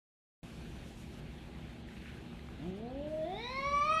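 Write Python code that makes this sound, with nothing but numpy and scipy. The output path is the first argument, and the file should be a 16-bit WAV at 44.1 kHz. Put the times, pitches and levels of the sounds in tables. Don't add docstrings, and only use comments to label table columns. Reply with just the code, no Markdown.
import sys
import numpy as np
from scipy import signal
from scipy.fft import rfft, irfft, next_fast_len
from scipy.io import wavfile
from scipy.ndimage import uniform_filter1d, map_coordinates

SR = 44100
rng = np.random.default_rng(int(sys.argv[2]) if len(sys.argv) > 2 else 0)


def wav_record(signal):
    frames = np.transpose(np.atleast_2d(signal))
    bounded = np.clip(frames, -1, 1)
    quanta = np.round(bounded * 32767).astype(np.int16)
    wavfile.write(sys.argv[1], SR, quanta)


def ratio(d):
    e = np.asarray(d, float) / 20
    return 10 ** e


N = 176400
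T = np.arange(N) / SR

# (frequency [Hz], level [dB rms])
HUM_LINES = [(120.1, -60), (240, -57.5), (360, -66.5), (402.7, -74), (686, -77.5), (810, -73.5)]
# (frequency [Hz], width [Hz], level [dB])
ROOM_MODES = [(47.8, 29, 0), (67.5, 16, 4), (158.1, 43, -0.5), (210.7, 24, -1), (318, 64, -7.5)]
# (frequency [Hz], density [dB per Hz])
AIR_SPECTRUM = [(30, -33), (100, 1.5), (400, -5.5), (1100, -17), (3600, -19.5), (5200, -33), (13000, -43)]
# (frequency [Hz], width [Hz], gain [dB])
DUCT_BANDS = [(816, 160, 2.5), (1610, 300, 2.5), (2530, 840, 4), (4290, 480, 3.5)]
# (start [s], length [s], level [dB])
RUBS = [
    (.4, 0.8, -67),
    (1.19, .63, -73),
    (1.87, 0.32, -71),
    (2.2, 0.51, -73),
    (2.75, 0.047, -72),
    (3.07, .12, -73),
    (3.2, .9, -74),
]
# (frequency [Hz], density [dB per Hz])
CLOTH_SPECTRUM = [(1000, -26), (3000, 0), (6000, 0), (9000, -3.5), (13000, -8)]
# (start [s], length [s], level [dB])
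SQUEEZES = [
    (1.52, 0.24, -65.5),
    (1.88, 0.27, -62),
    (2.01, 0.024, -65),
    (2.055, .05, -64.5),
]
# (frequency [Hz], density [dB per Hz])
PLUSH_SPECTRUM = [(700, -25), (1500, 6.5), (2500, 6.5), (3500, -1), (7000, -26)]
# (time [s], peak level [dB], frequency [Hz])
TICKS = [
    (1.887, -40, 1820),
    (1.98, -44, 2630),
    (2.02, -41, 1970),
    (2.058, -38, 1570),
    (2.118, -44, 2190),
    (2.33, -40, 1370),
    (2.393, -38, 2030),
    (2.487, -36.5, 1250),
]
# (frequency [Hz], T60 [s])
KITCHEN_T60 = [(200, 0.26), (1500, 0.5), (9000, 0.24)]
# (frequency [Hz], gain [dB])
ECHO_COLOUR = [(300, -3), (1500, 0), (6000, 1.5)]
# (time [s], pitch [Hz], effort [dB], mouth opening [0-1])
MOAN = [
    (2.575, 128.1, -54, 0.04),
    (2.62, 140.3, -47, 0),
    (2.67, 179.7, -41.5, 0),
    (2.75, 192.5, -49, 0.01),
    (2.8, 216.3, -49.5, 0.06),
    (2.9, 253.5, -49, 0.14),
    (3.0, 285.7, -44.5, 0),
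    (3.12, 312.5, -50.5, 0.14),
    (3.235, 314.5, -45, 0.24),
]
# (time [s], pitch [Hz], effort [dB], mouth opening [0-1])
YOWL = [
    (3.33, 385.8, -45.5, 0.31),
    (3.42, 467, -51, 0.53),
    (3.502, 512.3, -50, 0.64),
    (3.58, 541.2, -47.5, 0.67),
    (3.71, 572.6, -46, 0.78),
    (3.83, 583, -46, 0.94),
    (3.871, 614, -46, 0.86),
    (3.93, 638.4, -44, 1),
    (4.0, 639, -43.5, 0.97),
]
# (closed [Hz], open [Hz], width [Hz], gain at each of the four openings [dB])
THROAT = [(650, 632, 226, -13.5, 4.5, -8, -17), (966, 1200, 374, -48, -51, -8, 15.5),
          (1900, 2400, 564, -49, -30, 2.5, 2.5), (3200, 3350, 1280, -50, -51, -33, -10),
          (3092, 4587, 400, -53, -28.5, 4, -14), (4850, 5780, 770, -70, -57, -21, -15.5),
          (7940, 8100, 350, -80, -67, -40, -26), (9000, 9100, 800, -80, -70, -50, -26)]
OPENINGS = [0, .15, .5, 1]
FOLDS_DB = [-0.91, -2, -37.5]
# (time [s], gain [dB])
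LEAD_IN = [(.374, -62), (.42, -52), (.429, -28)]


def unit(x):
    return x / np.sqrt(np.mean(x ** 2) + 1e-20)


def along(points, hz):
    f, v = np.transpose(points)
    return np.interp(np.log(hz + 1), np.log(f + 1), v)


def curves(rows):
    s, *cols = np.transpose(rows)
    return [uniform_filter1d(np.interp(T, s, c), size=1200, mode="nearest") for c in cols]


def wobble(rate_hz):
    knots = rng.standard_normal(int(N * rate_hz / SR) + 40)
    return map_coordinates(knots, [np.arange(N) * rate_hz / SR])


def peak(f, hz, width_hz):
    return 1j * f * width_hz / (hz * hz - f * f + 1j * f * width_hz)


def noise(gain):
    m = next_fast_len(N + 8192)
    spectrum = rfft(rng.standard_normal(m)) * gain(np.fft.rfftfreq(m, 1 / SR))
    return unit(irfft(spectrum, m)[:N])


def patchy(x):
    patch_db = 1.5
    z = signal.stft(x, nperseg=512)[2]
    field = uniform_filter1d(rng.standard_normal(z.shape), size=6, axis=0)
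    field = uniform_filter1d(field, size=10, axis=1)
    return unit(signal.istft(z * ratio(patch_db * unit(field)), nperseg=512)[1][:N])


def strokes(rows):
    edge_s = 0.0088

    def step(s):
        return 0.5 + 0.5 * np.tanh((T - s) / edge_s)
    return sum(ratio(db) * (step(s) - step(s + length_s)) for s, length_s, db in rows)


def fridge_hum():
    hum = np.zeros(N)
    for hz, db in HUM_LINES:
        level = ratio(db + 1.45 * wobble(3.97)) * np.sqrt(2)
        hum += level * np.sin(2 * np.pi * hz * T + 0.5 * wobble(3.09))
    return hum


def room_rumble():
    rumble = noise(lambda f: np.sqrt(sum(ratio(2 * db) * abs(peak(f, c, w)) ** 4 for c, w, db in ROOM_MODES)))
    return ratio(-49.5 + 0.9 * wobble(5.96)) * rumble


def air_noise():
    def gain(f):
        ducts_db = sum(db * abs(peak(f, c, w)) ** 2 for c, w, db in DUCT_BANDS)
        return ratio(along(AIR_SPECTRUM, f) + ducts_db)
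    return ratio(-54 + 0.6 * wobble(5.32)) * patchy(noise(gain))


def plush_rustle():
    hiss = patchy(noise(lambda f: ratio(along(CLOTH_SPECTRUM, f))))
    rustle = noise(lambda f: ratio(along(PLUSH_SPECTRUM, f)))
    rubs = strokes(RUBS) * ratio(1.1 * wobble(24.1)) * hiss
    return rubs + strokes(SQUEEZES) * ratio(2.5 * wobble(70)) * rustle


def toy_ticks():
    t60_s, level_db, attack_s = 0.0087, -2.5, 0.0004
    out = np.zeros(N)
    t = T[:2000]
    for s, db, hz in TICKS:
        click = sum(g * np.sin(2 * np.pi * r * hz * t) for r, g in ((1, 1), (1.73, 0.56), (2.2, 0.18)))
        envelope = ratio(db + level_db - 60 * t / t60_s) * (1 - np.exp(-t / attack_s))
        out[round(s * SR):][:len(t)] += envelope * click
    return out


def kitchen_echo(x):
    hz, t, z = signal.stft(rng.standard_normal(SR // 2), SR, nperseg=256)
    decay_db = along(ECHO_COLOUR, hz)[:, None] - 60 * t / along(KITCHEN_T60, hz)[:, None]
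    tail = signal.istft(z * ratio(decay_db), SR, nperseg=256)[1]
    delayed = np.pad(x, (200, 0))
    return signal.fftconvolve(delayed, tail / np.linalg.norm(tail))[:N]


def cat():
    jitter, shimmer_db, breath_db = 0.0036, 1.17, -33
    unsteady_hz = 2500
    a = int(2.4 * SR)
    pitch_hz, effort_db, mouth = (c[a:] for c in curves(MOAN + YOWL))
    pitch_hz = pitch_hz * (1 + jitter * wobble(45) + 0.55 * jitter * wobble(200))[a:]
    phase = 2 * np.pi * np.cumsum(pitch_hz) / SR
    gains = [ratio(np.interp(mouth, OPENINGS, dbs)) for _, _, _, *dbs in THROAT]
    voice = np.zeros(N - a)
    for k in range(1, 18):
        f = k * pitch_hz
        tract = np.zeros(N - a)
        for g, (closed_hz, open_hz, width_hz, *_) in zip(gains, THROAT):
            tract += g * abs(peak(f, closed_hz + mouth * (open_hz - closed_hz), width_hz)) ** 3
        if k <= len(FOLDS_DB):
            tract += ratio(FOLDS_DB[k - 1])
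        loose = 1 + f / unsteady_hz
        shimmer = ratio(shimmer_db * loose * wobble(38)[a:])
        breath = ratio(breath_db) * loose ** 2 * wobble(350)[a:]
        voice += np.sqrt(2) * (shimmer + breath) * tract * np.cos(k * phase - k * k)
    onset = np.clip((T[a:] - MOAN[0][0] + 0.03) / 0.05, 0, 1)
    return np.pad(voice * ratio(effort_db) * onset, (a, 0))


def scene():
    room = fridge_hum() + room_rumble() + air_noise()
    toy = plush_rustle() + toy_ticks()
    voice = cat()
    return (room + toy + ratio(-3) * kitchen_echo(voice) + voice)[None]


def top_cut(x):
    return signal.sosfilt(signal.butter(12, 13200, fs=SR, output="sos"), x)


def record(dry):
    start_s, rise_s, fade_s = 0.43, 0.0012, 0.0017
    s, db = np.transpose(LEAD_IN)
    smear = ratio(np.interp(T, s, db, left=-200))
    gate = np.maximum(smear, np.clip((T - start_s) / rise_s, 0, 1))
    fade = np.clip((T[-1] - T) / fade_s, 0, 1)
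    return top_cut(dry * gate * fade)


dry = scene()
out = record(dry)
wav_record(out)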